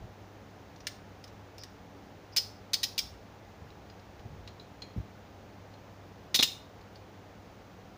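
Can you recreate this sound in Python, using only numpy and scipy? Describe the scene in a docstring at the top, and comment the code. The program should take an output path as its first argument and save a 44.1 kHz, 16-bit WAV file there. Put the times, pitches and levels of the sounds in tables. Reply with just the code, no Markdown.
"""Handcuffs over a table

A small room, the microphone close to a pair of steel handcuffs. The bow taps and scrapes,
then is pushed through the ratchet tooth by tooth. The chain clinks, and the bow swings
round a wrist and snaps shut. Each contact is a crack of noise plus the ring of steel modes.
Hands bump softly over steady fan noise and mains hum."""
import sys
import numpy as np
from scipy import signal
from scipy.fft import rfft, irfft
from scipy.io import wavfile

SR = 44100
rng = np.random.default_rng(int(sys.argv[2]) if len(sys.argv) > 2 else 0)


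def master_out(mix):
    """Clip the mix to full scale and print it as 16-bit PCM to the path in sys.argv[1]."""
    frames = np.transpose(np.atleast_2d(mix))
    ceiling = np.clip(frames, -1, 1)
    pcm = np.round(ceiling * 32767).astype(np.int16)
    wavfile.write(sys.argv[1], SR, pcm)


N = 351477
BLOW_SPAN = .005 * SR  # a blow's level is its energy spread over 5 ms

# The cuff closing: the bow runs through the ratchet, swings round the wrist and latches.
# start_s, level_db, first_spot_hz, last_spot_hz, lift_db, tilt_db_per_octave, ring_db,
# grind_s, first_gap_s, step_db_per_contact, thud_db
CLOSING_KNOCKS = [(6.3431, -20, 5300, 4200, 1.5, -1.8, -10, 0.0029, .005, 0.6, -48),
                  (6.39, -18.5, 3770, 3790, 15, -4.5, -17, 0.00077, .0063, -3.4, -38),
                  (6.4257, -19, 2320, 3670, 10, -3.5, -10, 0.0005, .002, 1.25, -46)]


def undb(db):
    """Decibels to gain."""
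    return 10 ** (np.asarray(db) / 20)


def level(x, db, span=None):
    """Scale x as if its energy, spread over span samples, had this rms level."""
    return x * undb(db) / np.sqrt(np.sum(x ** 2) / (span or len(x)))


def clock(seconds):
    """Time axis of a short sound."""
    return np.arange(int(seconds * SR)) / SR


def add(track, start_s, x):
    """Mix x into the track."""
    i = max(int(start_s * SR), 0)
    track[i:i + len(x)] += x[:N - i]


def fade(t, t60):
    """Free decay, 60 dB down after t60."""
    return np.exp(-np.log(1000) * t / t60)


def curve(points, f):
    """Gain in dB of a (Hz, dB) spectrum at the frequencies f."""
    hz, db = np.transpose(points)
    return np.interp(np.log(f), np.log(hz), db)


def treble_octaves(f):
    """Octaves above 1.5 kHz, zero below."""
    return np.log2(np.maximum(f / 1500, 1))


def colour(x, db_at, size=512):
    """Minimum-phase filter with the gain db_at(f), size samples long."""
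    f = np.maximum(np.arange(size // 2 + 1) * SR / size, 1)
    cepstrum = irfft(np.log(undb(db_at(f))))
    cepstrum[1:size // 2] *= 2
    cepstrum[size // 2 + 1:] = 0
    return signal.oaconvolve(x, irfft(np.exp(rfft(cepstrum))))[:len(x)]


def fan_and_hum(waver=0.3):
    """Room tone: steady fan noise under a wavering mains hum and fan tone."""
    # Spectral shape of the fan and room air: frequency_hz, gain_db
    air_spectrum = [(20, -20), (40, -8), (62, 0), (100, 0), (140, -4.5), (205, 0), (245, -6), (480, -5),
                    (640, -7), (820, -6.5), (960, -11), (2000, -18), (3500, -24), (6500, -29), (8500, -35),
                    (16000, -37.5)]
    # Mains hum and fan tone: pitch_hz, level_db
    tones = [(99.9, -59.5), (285, -65)]
    t = np.arange(N) / SR
    out = level(colour(rng.standard_normal(N), lambda f: curve(air_spectrum, f), size=8192), db=-51.5)
    knots_s = np.linspace(0, t[-1], 40)
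    for hz, db in tones:
        swell, drift = (np.interp(t, knots_s, row) for row in rng.standard_normal((2, len(knots_s))))
        out += np.sqrt(2) * undb(db) * (1 + waver * swell) * np.sin(2 * np.pi * hz * t + drift)
    return out


def thuds(width_octaves=0.53, slap_equal_db=-29):
    """Flesh pushes slowly: hand bumps and cushioned knocks swell and die in a few cycles."""
    # Soft bumps of hands and table: start_s, level_db, pitch_hz, length_s
    bumps = [(.01, -48, 68.5, .079), (3.017, -53, 66, 0.19), (3.413, -58, 85, .05),
             (3.609, -49.5, 92, 0.062), (4.189, -52, 60, 0.039), (4.25, -42, 93, .035),
             (4.295, -48.5, 105, .078), (4.379, -50, 64.5, 0.075), (4.961, -34, 78, .062)]
    # Dull body of a closing knock: pitch_hz, gain_db, length_s
    knock_body = [(199, 0.5, 0.017), (410, -1.5, 0.02), (880, -2.5, 0.028)]
    # each bump has a higher, shorter slap that grows with the square of the force
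    slaps = [(start, 2 * db - slap_equal_db, hz * 1.96, length * .7) for start, db, hz, length in bumps]
    bodies = [(start, thud_db + db, hz, length)
              for start, *_, thud_db in CLOSING_KNOCKS for hz, db, length in knock_body]
    out, t = np.zeros(N), clock(.5)
    for start, db, hz, length in bumps + slaps + bodies:
        band = lambda f: -14 * np.log10(1 + (np.log2(f / hz) / width_octaves) ** 4)
        rumble = colour(rng.standard_normal(SR), band, size=4096)[-len(t):]
        envelope = t * np.exp(-4 * t / length)
        add(out, start, level(rumble * envelope, db, length * SR))
    return out


def crack(spot_hz, lift_db, tilt_db, grind_s, t60, spot_width, snap_db=3, snap_t60=0.0018):
    """Steel shakes crowded modes that the fingers damp at once; the struck spot rings above the rest."""
    # Spectrum of steel on steel: frequency_hz, gain_db
    steel = [(200, -21.5), (800, -19.5), (1300, -18), (1800, -9.5), (2700, -3), (3900, 2), (5400, 1),
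             (7000, -5), (8400, -6.5), (9200, -6), (11500, -7.5), (13000, -11), (14700, -14.5),
             (15500, -6.5)]
    t = clock(1 / 16)
    decay = fade(t, t60) + undb(snap_db) * fade(t, snap_t60)
    attack = 1 - np.exp(-t / grind_s)  # a slow, grinding contact swallows the first snap
    burst = attack * decay * rng.standard_normal(len(t))
    spot = lambda f: lift_db / (1 + (np.log(f / spot_hz) / spot_width) ** 2)
    return colour(burst, lambda f: curve(steel, f) + spot(f) + tilt_db * treble_octaves(f))


def rings(modes, count, split=0.00318):
    """One ring a blow: riveted plates split every mode into a close pair that each blow mixes anew."""
    t = clock(.4)
    hz, db, t60 = np.repeat(modes, 2, axis=0).T[:, :, None]
    hz = hz * (1 + split * np.resize([-1, 1], hz.shape))
    angle = 2 * np.pi * hz * t
    envelope = undb(db) * fade(t, t60)
    phase = 2 * np.pi * rng.random((count, len(hz)))
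    return np.cos(phase) @ (envelope * np.sin(angle)) + np.sin(phase) @ (envelope * np.cos(angle))


def strikes(blows, modes, crack_t60, spot_width):
    """Each blow cracks and sets the modes ringing; a harder contact favours the high modes."""
    out = np.zeros(N)
    for blow, ring in zip(blows, rings(modes, len(blows))):
        start, db, spot_hz, lift_db, tilt_db, ring_db, grind_s = blow  # tilt is per octave
        contact = crack(spot_hz, lift_db, tilt_db, grind_s, crack_t60, spot_width)
        ring = colour(ring, lambda f: 1.1 * tilt_db * treble_octaves(f))
        add(out, start, level(contact, db, BLOW_SPAN))
        add(out, start, level(ring, db + ring_db, BLOW_SPAN))
    return out


def bow_taps(lift_db=10.5, ring_db=-18):
    """The bow taps the frame as the cuff is turned, and the side plates clack hollowly with it."""
    # Taps: start_s, level_db, spot_hz, tilt_db_per_octave, plate_db
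    taps = [(.7597, -56, 6100, -5, -12), (.804, -52.5, 6000, -6, -8), (0.8689, -32.5, 8700, -0.5, 1),
            (0.875, -38, 4900, 4, -10), (1.24, -46.5, 5200, -1, -4.5), (1.276, -54, 5740, -1, -12),
            (1.5817, -46.5, 5160, 0.5, -12), (1.6349, -42.5, 5240, 0, -6.5), (6.81, -59, 4500, -3, -12),
            (6.956, -52, 4640, -3.5, -14)]
    plate_hz, plate_lift_db, plate_tilt_db, plate_ring_db = 1690, 13.5, -6, -33
    blows = []
    for start, db, spot_hz, tilt_db, plate_db in taps:
        grind_s = 0.0009 * undb(-50 - db)  # harder taps bite sooner
        blows += [(start, db, spot_hz, lift_db, tilt_db, ring_db, grind_s),
                  (start, db + plate_db, plate_hz, plate_lift_db, plate_tilt_db, plate_ring_db, grind_s)]
    return blows


def bow_scrapes(pawl_hz=5170, width_hz=380, grain_db=6):
    """Tiny uneven slips of steel on steel ring the pawl."""
    # The bow sliding over the pawl: start_s, length_s, level_db
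    slides = [(1.584, 0.052, -55.5), (2.317, 0.031, -58.5)]
    pawl_band = lambda f: -10 * np.log10(1 + ((f - pawl_hz) / width_hz) ** 4)
    out = np.zeros(N)
    for start, length, db in slides:
        n = int(length * SR)
        noise, roughness = rng.standard_normal((2, SR))[:, :n]
        slips = noise * undb(grain_db * roughness) * signal.windows.tukey(n)
        add(out, start, level(colour(slips, pawl_band), db))
    return out


def ratchet(tilt_db=0, ring_db=-30):
    """At every tooth the pawl slips off the tip and drops into the notch: a double click."""
    # Ratchet teeth, the first two in one push: start_s, level_db, tip_hz, pawl_hz, lift_db, drop_s
    teeth = [(2.3631, -21, 2640, 5040, 12.5, .0055), (2.3745, -22.5, 5200, 5100, 13, .007),
             (2.733, -21, 4530, 4600, 10, .007), (2.8311, -22, 3800, 5040, 7, .0064),
             (2.979, -22.5, 4600, 5380, 6, 0.01)]
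    slip_db, slip_lift_db = -2, 6.5
    slip_grind_s, landing_grind_s = 0.00077, 0.00082
    blows = []
    for start, db, tip_hz, pawl_hz, lift_db, drop_s in teeth:
        blows += [(start, db + slip_db, tip_hz, slip_lift_db, tilt_db, ring_db, slip_grind_s),
                  (start + drop_s, db, pawl_hz, lift_db, tilt_db, ring_db, landing_grind_s)]
    return blows


def pawl_spring(blows, spring_db=-10, reach_hz=330):
    """Blows that land near the pitch of the pawl spring leave it singing."""
    # Modes of the spring: pitch_hz, gain_db, t60_s
    spring_modes = [(4670, -9, .2), (4920, -3.5, 0.13), (5030, 1, 0.18), (5170, -.5, 0.16),
                    (5600, -12, .25), (11450, -10, .21), (15100, -15, .16)]
    strongest_hz = spring_modes[2][0]
    out = np.zeros(N)
    for (start, db, spot_hz, *_), ring in zip(blows, rings(spring_modes, len(blows))):
        coupling = 1 / (1 + ((spot_hz - strongest_hz) / reach_hz) ** 2)
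        add(out, start, coupling * level(ring, db + spring_db, BLOW_SPAN))
    return out


def chain_clinks(tilt_db=-7, ring_db=-8.5, grind_s=0.00037):
    """Each link hits its neighbour once, short and clean; small free links ring in a narrow band."""
    # Links knocking together: start_s, level_db, spot_hz, lift_db
    clinks = [(3.7031, -56.5, 3980, 9), (3.8988, -53.5, 4870, 14), (3.995, -58.5, 5000, 2),
              (4.194, -58.5, 3000, 4), (4.4753, -45, 3970, 7), (4.5977, -46.5, 4020, 16),
              (4.82, -39, 4200, 21.5), (5.738, -57.5, 4200, 8)]
    # Modes of the hanging chain and second cuff: pitch_hz, gain_db, t60_s
    chain_modes = [(2260, -12, 0.52), (2460, -18, .4), (3260, -12, 0.43), (4050, 1, .16), (4180, 3.5, .14),
                   (4500, -12, .4), (6702, -6, .3)]
    blows = [(*clink, tilt_db, ring_db, grind_s) for clink in clinks]
    return strikes(blows, chain_modes, crack_t60=0.042, spot_width=0.052)


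def snap_shut(contacts=3, gap_growth=1.45, brighten_db=2):
    """The bow chatters at widening gaps, brighter each time, as the point of contact slides along it."""
    blows = []
    for knock in CLOSING_KNOCKS:
        start, db, first_hz, last_hz, lift_db, tilt_db, ring_db, grind_s, gap_s, step_db, _ = knock
        for k, spot_hz in enumerate(np.geomspace(first_hz, last_hz, contacts)):
            contact_s = start + gap_s * k ** gap_growth
            contact_tilt_db = tilt_db + k * brighten_db
            blows.append((contact_s, db + k * step_db, spot_hz, lift_db, contact_tilt_db, ring_db, grind_s))
    return blows


def room(x, table_s=.0021, wall_s=.0075, crossover_hz=7000):
    """The table and the nearest wall answer first, then a short tail whose treble dies a little sooner."""
    t = clock(.5)
    early, late = rng.standard_normal((2, len(t)))
    lows = signal.sosfilt(signal.butter(2, crossover_hz, "low", fs=SR, output="sos"), late)
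    highs = signal.sosfilt(signal.butter(2, crossover_hz, "high", fs=SR, output="sos"), late)
    tail = lows * fade(t, t60=0.37) - highs * fade(t, t60=0.35)
    response = np.zeros(SR)
    add(response, table_s, undb([-10]))
    add(response, wall_s, level(early * fade(t, t60=0.052), db=-12, span=1))
    add(response, wall_s, level(tail, db=-12.5, span=0.88))
    return x + signal.fftconvolve(x, response)[:N]


def scene():
    """Cuff and chain sound in the room, over dry thuds and room tone; mono."""
    # Modes of the cuff frame: pitch_hz, gain_db, t60_s
    frame_modes = [(2700, -9, .19), (3190, -15, .21), (3672, 3.5, 0.31), (3610, -2, 0.37),
                   (3760, -1.5, 0.37), (4090, -6, 0.35), (4100, -9, .28), (5170, -2, 0.28),
                   (5560, -11, .22), (7290, -4, 0.29), (7700, -14, .2), (9200, -3, 0.25), (11570, -16, .22),
                   (13650, -8, .22), (14850, -13, .22)]
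    clicks = ratchet()
    frame = strikes(bow_taps() + clicks + snap_shut(), frame_modes, crack_t60=0.036, spot_width=0.096)
    cuff = frame + pawl_spring(clicks) + bow_scrapes()
    return (room(cuff + chain_clinks()) + thuds() + fan_and_hum())[None]


def record(dry, top_hz=16200):
    """The close microphone colours the treble, and the top is cut."""
    # Microphone response, with a port resonance in the top octave: frequency_hz, gain_db
    microphone = [(20, -0.5), (6700, -0.5), (8000, -8), (13700, -6.5), (14400, 1), (15000, 5.5), (15350, 3),
                  (15700, -26.5)]
    heard = np.array([colour(channel, lambda f: curve(microphone, f)) for channel in dry])
    return signal.sosfilt(signal.ellip(8, .2, 70, top_hz, fs=SR, output="sos"), heard)


dry = scene()
out = record(dry)
master_out(out)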